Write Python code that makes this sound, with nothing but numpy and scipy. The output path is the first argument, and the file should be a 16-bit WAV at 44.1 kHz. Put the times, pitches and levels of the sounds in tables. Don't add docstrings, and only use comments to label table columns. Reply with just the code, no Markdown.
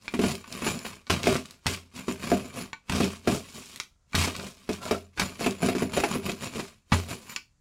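import sys
import numpy as np
from scipy import signal
from scipy.fft import rfft, irfft
from scipy.io import wavfile
from scipy.ndimage import uniform_filter1d

SR = 44100
rng = np.random.default_rng(int(sys.argv[2]) if len(sys.argv) > 2 else 0)


def materialize(psi):
    bounded = np.clip(np.atleast_2d(psi).T, -1, 1)
    quanta = np.round(bounded * 32767).astype(np.int16)
    wavfile.write(sys.argv[1], SR, quanta)


N = 335248


def from_db(db):
    return 10 ** (np.asarray(db) / 20)


def rms_one(x):
    return x / np.sqrt(np.mean(x ** 2) + 1e-20)


def energy_one(x):
    return x / np.sqrt(np.sum(x ** 2) + 1e-20)


def seconds(length_s):
    return np.arange(int(length_s * SR)) / SR


def in_time(rows):
    time_s, *columns = np.transpose(rows)
    return [np.interp(np.arange(N) / SR, time_s, column) for column in columns]


def at_hz(points, hz):
    table_hz, values = np.transpose(points)
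    return np.interp(np.log(np.maximum(hz, 1)), np.log(table_hz), values)


def add(out, start_s, sound):
    i = max(0, round(start_s * SR))
    out[i:i + len(sound)] += sound[:N - i]


def drive(force, response):
    return signal.fftconvolve(force, response)[:len(force)]


def lowpass(order, hz, sound):
    return signal.sosfilt(signal.butter(order, hz, fs=SR, output="sos"), sound)


def tick(spectrum):
    n = 2 * len(seconds(.5))
    bins_hz = np.arange(n // 2 + 1) * SR / n
    cepstrum = irfft(np.log(from_db(at_hz(spectrum, bins_hz))))
    causal = irfft(np.exp(rfft(2 * cepstrum[:n // 2], n)))
    return energy_one(causal[:n // 2])


def ring(modes):
    t = seconds(.5)
    out = 0
    for k, (pitch_hz, level_db, t60_s) in enumerate(modes):
        decay = from_db(level_db - 60 * t / t60_s)
        out = out + (-1) ** k * decay * np.sin(2 * np.pi * pitch_hz * t)
    return energy_one(out)


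def wander(size):
    return rms_one(uniform_filter1d(rng.standard_normal(N), size=size))


def grains(n, per_s, spread_db):
    size = from_db(spread_db * np.minimum(rng.exponential(1, n), 3.2))
    return (rng.random(n) < per_s / SR) * size * rng.choice([-1, 1], n)


def grinding(per_s, spread_db, clump_db):
    force = grains(N, per_s, spread_db) * from_db(clump_db * wander(size=300))
    return force / np.sqrt(uniform_filter1d(force ** 2, size=2000) + 1e-9)


def collapse(response, crumble_s, per_s, crumble_db):
    t = seconds(.5)
    avalanche = grains(len(t), per_s, 3.6) * np.exp(-t / max(crumble_s, 1e-3))
    force = from_db(crumble_db) * energy_one(avalanche)
    force[0] += 1
    sound = drive(force, response)
    return sound / np.sqrt(np.mean(sound[:SR // 50] ** 2))


def fragments(sound):
    colour_db = 2.8
    out, rest = 0, sound
    for split_hz in np.geomspace(900, 9000, num=7):
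        band = signal.sosfiltfilt(signal.butter(3, split_hz, fs=SR, output="sos"), rest)
        out = out + band * from_db(colour_db * wander(size=500) - 1.0)
        rest = rest - band
    return out + rest


def brighten(sound, treble_db):
    dull = lowpass(1, 2000, sound)
    return from_db(-treble_db / 2) * dull + from_db(treble_db) * (sound - dull)


# pitch_hz, level_db (relative), t60_s
COUNTER_MODES = [(86.9, -9, 0.59), (153, -10, 0.067), (196.8, 1.5, 0.28), (220, 3, 0.033),
                 (254.8, 13.5, 0.074), (298, 6.5, 0.07), (384.8, 5, 0.12), (394.4, 2, 0.19),
                 (430, -3.5, 0.17), (523, -6, 0.066), (620, -25, 0.13), (629, 0.5, .14),
                 (685.5, -0.5, 0.15)]


def counter(spectrum, modes_db):
    return energy_one(tick(spectrum) + from_db(modes_db) * ring(COUNTER_MODES))


# pitch_hz, ground_db (on crumbs), knocked_db (both relative), t60_s
PIN_MODES = [(902, -26, -13.5, 0.079), (1156, -17, -3, 0.06), (1487, -26.5, -6.5, 0.11),
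             (1840, -21, -6, .07), (2303, -19.5, -9.5, 0.24), (2540, -13.5, -19, 0.012),
             (4390, -5, -10, .04), (7087, 4.5, -4.5, .028), (10255, 2.5, -30, 0.016), (13950, -3, -29, .01)]


def stone(force):
    wander_db = 3.5
    out = 0
    for pitch_hz, ground_db, _, t60_s in PIN_MODES:
        push = force * from_db(ground_db + wander_db * wander(size=900))
        out = out + drive(push, ring([(pitch_hz, 0, t60_s)]))
    return out


def knocked_pin():
    longest_t60_s = .14
    return ring([(pitch_hz, knocked_db, min(t60_s, longest_t60_s))
                 for pitch_hz, _, knocked_db, t60_s in PIN_MODES])


def swells(rows, rise_db_per_s, fall_db_per_s):
    t, power = np.arange(0, N, 100) / SR, 0
    for start_s, length_s, rumble_db, grit_db in rows:
        rise_db = rise_db_per_s * np.maximum(start_s - t, 0)
        drop_db = rise_db + fall_db_per_s * np.maximum(t - start_s - length_s, 0)
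        power = power + from_db([rumble_db - drop_db, grit_db - drop_db]) ** 2
    return np.array([np.interp(np.arange(N) / SR, t, p) for p in power])


AFTER_RISE_DB_PER_S, AFTER_DELAY_S = 2498, 0.0097


def strewn(blows, after):
    rumble_db, grit_db, hold_s, fall_db_per_s = after
    rows = [(start_s + AFTER_DELAY_S, hold_s, low_db + rumble_db, high_db + grit_db)
            for start_s, low_db, high_db in blows]
    return swells(rows, AFTER_RISE_DB_PER_S, fall_db_per_s)


# start_s, length_s, level_db (relative)
STROKE_ROWS = [(0.038, 0.38, -50.5), (0.479, 0.47, -46), (1.084, 0.44, -51.5), (1.667, 0.039, -52),
               (1.96, 0.7, -49), (2.908, 0.22, -40.5), (3.247, 0.53, -51.5), (4.152, 0.33, -45),
               (4.56, 0.34, -57), (5.177, 1.507, -48.5), (6.914, 0.41, -51.5)]
STROKE_RISE_DB_PER_S, STROKE_FALL_DB_PER_S = 461, 207.5
STROKE_RUMBLE_DB = -2
# start_s, length_s, rumble_db, grit_db (relative)
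CRUSH_ROWS = [(.22, 0.1, -30.5, -32.5), (.53, 0.072, -39, -39), (.65, 0.053, -29.5, -29),
              (.73, .035, -36, -43.5), (.855, 0.019, -41, -36), (1.25, 0.11, -25, -28),
              (1.69, 0.044, -42, -33), (1.965, 0.033, -38.5, -39), (2.095, 0.024, -36, -38),
              (2.22, 0.15, -33, -34.5), (2.4, 0.075, -40, -45), (2.56, 0.06, -34, -36),
              (2.94, 0.11, -26.5, -29.5), (3.29, 0.066, -25.5, -33.5), (3.56, 0.021, -40.5, -45),
              (4.18, 0.068, -29.5, -25.5), (4.365, 0.088, -36, -51), (4.72, 0.03, -42.5, -41),
              (4.835, 0.057, -39, -38.5), (5.41, .06, -31, -31.5), (5.63, 0.054, -24.5, -29.5),
              (5.775, 0.049, -33, -33), (5.935, 0.078, -29, -30.5), (6.095, 0.055, -30.5, -30.5),
              (6.255, 0.05, -29, -32), (6.42, 0.04, -35, -34), (6.55, 0.055, -34, -37.5),
              (7.1, 0.026, -32, -35.5), (7.29, 0.04, -50.5, -43.5)]
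CRUSH_RISE_DB_PER_S, CRUSH_FALL_DB_PER_S = 556, 349
# rumble_db, grit_db (relative to the blow), hold_s, fall_db_per_s
LANDING_SPRAY = (-22, -24, 0.0014, 167)
BREAK_SPRAY = (-19.5, -10, 0.0019, 198)


def crumbling():
    strokes = [(start_s, length_s, level_db + STROKE_RUMBLE_DB, level_db)
               for start_s, length_s, level_db in STROKE_ROWS]
    landed = [(start_s, level_db, level_db) for start_s, level_db, _, _ in LANDING_ROWS]
    broken = [(start_s, boom_db, crack_db) for start_s, boom_db, _, crack_db in BREAK_ROWS]
    power = swells(strokes, STROKE_RISE_DB_PER_S, STROKE_FALL_DB_PER_S)
    power += swells(CRUSH_ROWS, CRUSH_RISE_DB_PER_S, CRUSH_FALL_DB_PER_S)
    power += strewn(landed, LANDING_SPRAY)
    power += strewn(broken, BREAK_SPRAY)
    return 10 * np.log10(power + 1e-12)


# time_s, ring_db (relative)
BEARING_CURVE = [(0, -5.5), (.85, -1), (1.1, -24.5), (1.85, -19.5), (2.0, -6), (2.65, -3.5), (2.9, -26.5),
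                 (3.5, 1.5), (4.2, -13.5), (5.2, -3.5), (6.7, -6), (7.6, 4)]
# time_s, rustle_db (relative to the grit)
SLACK_CURVE = [(0, -4.5), (.7, -8.5), (1.2, -7), (1.75, -2), (2.3, -11.5), (3.0, -6), (3.7, 4), (4.2, -3),
               (4.5, 1), (5.2, -6.5), (6.0, -17), (6.7, -3.5), (7.3, -4)]
# (per Hz, relative)
RUMBLE_SPECTRUM = [(25, -9.5), (45, -13.5), (65, -1.5), (110, 2.5), (230, 4.5), (400, -1.5), (650, -1),
                   (850, -8), (1300, -10), (2500, -26), (8000, -53.5)]
GRIT_SPECTRUM = [(100, -13), (600, 1.5), (1150, 8.5), (1700, 1.5), (2500, 6), (3500, -4), (5000, -4),
                 (8000, -11.5), (11000, -13.5), (15500, -36.5)]
FILM_SPECTRUM = [(300, -24), (1500, -7.5), (3000, 3), (5000, 1), (8000, -1.5), (11000, -10), (15500, -17)]


def rolling():
    rumble_db, grit_db = crumbling()
    (ring_db,), (slack_db,) = in_time(BEARING_CURVE), in_time(SLACK_CURVE)
    crumbs = grinding(per_s=3000, spread_db=7.0, clump_db=3.0)
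    grit = crumbs * from_db(grit_db - 3.5)
    creases = grinding(per_s=1800, spread_db=3.5, clump_db=0.5) * from_db(grit_db + slack_db - 2.5)
    rumble = drive(crumbs * from_db(rumble_db - 2.0), counter(RUMBLE_SPECTRUM, modes_db=-8.0))
    crackle = fragments(drive(grit, tick(GRIT_SPECTRUM)) + drive(creases, tick(FILM_SPECTRUM)))
    return rumble + crackle + stone(grit * from_db(ring_db - 14.0))


# start_s, level_db, treble_db, ring_db (barrel; all relative)
CLACK_ROWS = [(.08, -21.5, -14, -7), (0.442, -36.5, -8, 14.5), (1.068, -34.5, -5, 10),
              (2.731, -22.5, -5, 13), (3.8, -20, 5.5, 3.5), (4.132, -26.5, -5, 13), (4.352, -24, -4, 7.5),
              (4.397, -26.5, -13, 2), (7.362, -20.5, 6, 7)]
# (per Hz, relative)
AXLE_SPECTRUM = [(80, -4.5), (350, -12), (650, -21), (1150, -3), (1800, -12.5), (2350, 1), (3100, -10.5),
                 (4000, -4.5), (5500, -10.5), (8000, -21.5), (14000, -37)]


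def clacks():
    out, knock, barrel = np.zeros(N), tick(AXLE_SPECTRUM), knocked_pin()
    for start_s, level_db, treble_db, ring_db in CLACK_ROWS:
        rattle = from_db(-15.5) * collapse(knock, 0.0021, per_s=7000, crumble_db=12.0)
        clack = brighten(rattle + from_db(ring_db) * barrel, treble_db)
        add(out, start_s, from_db(level_db) * clack)
    return out


# start_s, boom_db, knock_db (woody), crack_db (all relative)
BREAK_ROWS = [(0.136, -19, -35, -32.5), (0.189, -12.5, -32, -32), (0.236, -14, -23, -31),
              (0.618, -24, -37, -33.5), (.663, -19, -35, -27.5), (0.847, -35, -48.5, -38.5),
              (1.268, -19.5, -15, -23.5), (2.079, -18, -38, -34.5), (2.315, -12, -16, -31.5),
              (3.001, -10, -23.5, -30), (3.272, -11, -21, -26), (4.272, -27, -31.5, -31),
              (4.689, -18, -29, -34), (4.908, -15.5, -19.5, -26), (5.407, -24.5, -29, -43),
              (5.46, -13.5, -23, -27), (5.627, -19, -23, -48), (5.684, -24, -24, -28),
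              (5.748, -18, -34, -33), (5.819, -14.5, -26.5, -34), (5.971, -18, -19.5, -28),
              (6.034, -20, -23.5, -23), (6.153, -18.5, -59, -38), (6.283, -24.5, -44, -45),
              (6.554, -25, -49, -40), (6.593, -28.5, -63, -34.5)]
BREAK_CRUMBLE_S = 0.019
# (per Hz, relative)
THUD_SPECTRUM = [(30, -50.5), (90, -18), (160, 2.5), (260, 6), (420, 4.5), (680, -3.5), (850, -21),
                 (1300, -14.5), (2500, -26), (8000, -41.5)]


def breaks():
    thuds, cracks = np.zeros((2, N))
    thud, crack = counter(THUD_SPECTRUM, modes_db=0.5), tick(GRIT_SPECTRUM)
    boom = lowpass(3, 450, thud)
    knock = signal.sosfilt(signal.butter(3, 450, "high", fs=SR, output="sos"), thud)
    for start_s, boom_db, knock_db, crack_db in BREAK_ROWS:
        booming = collapse(boom, BREAK_CRUMBLE_S, per_s=1400, crumble_db=-14.0)
        knocking = collapse(knock, BREAK_CRUMBLE_S, per_s=2300, crumble_db=-6.0)
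        cracking = collapse(crack, BREAK_CRUMBLE_S * 0.57, per_s=4900, crumble_db=7.0)
        add(thuds, start_s + 0.0019, from_db(boom_db - 8.0) * booming)
        add(thuds, start_s + 0.00204, from_db(knock_db - 2) * knocking)
        add(cracks, start_s + 0.0036, from_db(crack_db - 2) * cracking)
    return thuds + fragments(cracks)


# start_s, level_db (relative)
SNAP_ROWS = [(.285, -10), (0.353, -10.5), (0.5258, -10), (0.791, -14), (0.955, -25), (1.2328, -4),
             (1.4572, -18), (1.509, -19.5), (2.1236, -13.5), (3.76, -14.5), (3.835, -22.5), (4.365, -11),
             (4.7323, -13.5), (5.5092, -10.5), (5.9486, -22), (6.318, -12), (6.444, -13)]


def snaps():
    out, film = np.zeros(N), tick(FILM_SPECTRUM)
    for start_s, level_db in SNAP_ROWS:
        snap = collapse(film, 0.00058, per_s=6000, crumble_db=4.0)
        add(out, start_s, from_db(level_db - 30.5) * snap)
    return out


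# start_s, level_db (relative), crumble_s, treble_db
LANDING_ROWS = [(1.098, -8, 0.0081, -1), (1.104, -1, 0.0054, -3), (1.657, -28, 0.0089, -10.5),
                (1.666, -9, 0.0049, 4.5), (2.896, -11.5, 0.0044, -0.5), (2.922, -15.5, 0.0033, 0),
                (4.151, -14, 0.0054, 12), (5.175, -17, 0.024, -7.5), (5.196, -6, 0.0092, 2),
                (5.218, -14, 0.004, -12), (6.919, -14, .003, -8.5), (6.922, -5.5, 0.013, -15)]
# start_s, level_db (relative)
THUMP_ROWS = [(1.101, -16), (1.66, -18.5), (2.9, -21), (2.935, -20.5), (4.146, -15.5), (4.181, -16),
              (5.199, -26.5), (6.921, -10.5)]
# (per Hz, relative)
CRUNCH_SPECTRUM = [(100, 8.5), (600, -5.5), (1000, 2), (1450, 1), (1800, -1), (2400, 0), (3500, -3.5),
                   (5200, -5), (8000, -12.5), (11000, -17.5), (15500, -31.5)]
THUMP_SPECTRUM = [(22, -45), (45, -17.5), (65, -4), (85, -4), (110, 0), (160, 0.5), (240, -17), (400, -17),
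                  (650, -18), (1500, -17.5), (8000, -67.5)]


def landings():
    out = np.zeros(N)
    crunch = tick(CRUNCH_SPECTRUM) + from_db(-16.5) * knocked_pin()
    sway = from_db(1) * ring([(87.2, 0, 0.35)])
    thump = counter(THUMP_SPECTRUM, modes_db=-6.0) + sway
    for start_s, level_db, crumble_s, treble_db in LANDING_ROWS:
        crunching = collapse(crunch, crumble_s, per_s=5000, crumble_db=15.5)
        add(out, start_s, from_db(level_db - 17.5) * brighten(crunching, treble_db))
    for start_s, level_db in THUMP_ROWS:
        thumping = collapse(thump, 0.007, per_s=810, crumble_db=-10.0)
        add(out, start_s, from_db(level_db - 9.0) * thumping)
    return out


# time_s, level_db (relative)
SKID_CURVE = [(4.72, -81), (4.8, -55), (4.835, -35), (4.9, -42), (4.95, -32), (5.02, -91)]
# pitch_hz, level_db (relative), t60_s
SKID_RESONANCES = [(645, -1, 0.025), (1000, -9.5, 0.052), (1360, 5.5, 0.022), (1380, 1, 0.018)]


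def skid():
    (level_db,) = in_time(SKID_CURVE)
    slips = grinding(per_s=810, spread_db=8.5, clump_db=2.0)
    return drive(slips * from_db(level_db), ring(SKID_RESONANCES))


# pitch_hz, t60_s
KITCHEN_DECAY = [(80, 0.51), (250, 0.23), (600, 0.22), (1500, 0.16), (4000, 0.24), (8000, 0.18),
                 (15000, 0.27)]


def kitchen(early_s, tail_db):
    t, edges_hz = seconds(.5), np.geomspace(150, 18000, num=10)
    white, room = rng.standard_normal((2, len(t))), 0
    for k, (low_hz, high_hz) in enumerate(zip(edges_hz, edges_hz[1:])):
        bandpass = signal.butter(2, [low_hz, high_hz], "band", fs=SR, output="sos")
        band = signal.sosfilt(bandpass, white[k % 2])
        t60_s = at_hz(KITCHEN_DECAY, np.sqrt(low_hz * high_hz))
        fading = from_db(tail_db - 60 * t / t60_s) + np.exp(-t / early_s)
        room = room + band * fading * (t > .001)
    return energy_one(room)


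def reflections(sound, count):
    spot = 40 * np.arange(N) / SR
    out = 0
    for k in range(count):
        distance = np.abs((spot - k + count / 2) % count - count / 2)
        share = np.sqrt(np.maximum(1 - distance, 0))
        out = out + drive(sound * share, kitchen(early_s=.006, tail_db=-3.0))
    return out


# (per Hz, relative)
HUSH_SPECTRUM = [(25, 8), (130, -2.5), (400, -26), (1300, -25.5), (3000, -33.5), (7000, -26.5),
                 (15000, -52)]
HUSH_DB = -63.5


def room_hush():
    return from_db(HUSH_DB) * drive(rng.standard_normal(N), tick(HUSH_SPECTRUM))


def scene():
    crushing = rolling() + clacks() + breaks() + snaps() + landings() + skid()
    direct = from_db(-1.0) * crushing
    echoes = from_db(-6.5) * reflections(crushing, count=6)
    return (direct + echoes + room_hush())[None]


CUTOFF_HZ = 15750


def record(dry):
    ceiling = .42
    thinned = signal.sosfilt(signal.butter(2, 34, "high", fs=SR, output="sos"), dry)
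    rounded = ceiling * np.tanh(thinned / ceiling)
    return signal.sosfilt(signal.ellip(10, .3, 80, CUTOFF_HZ, fs=SR, output="sos"), rounded)


dry = scene()
out = record(dry)
materialize(out)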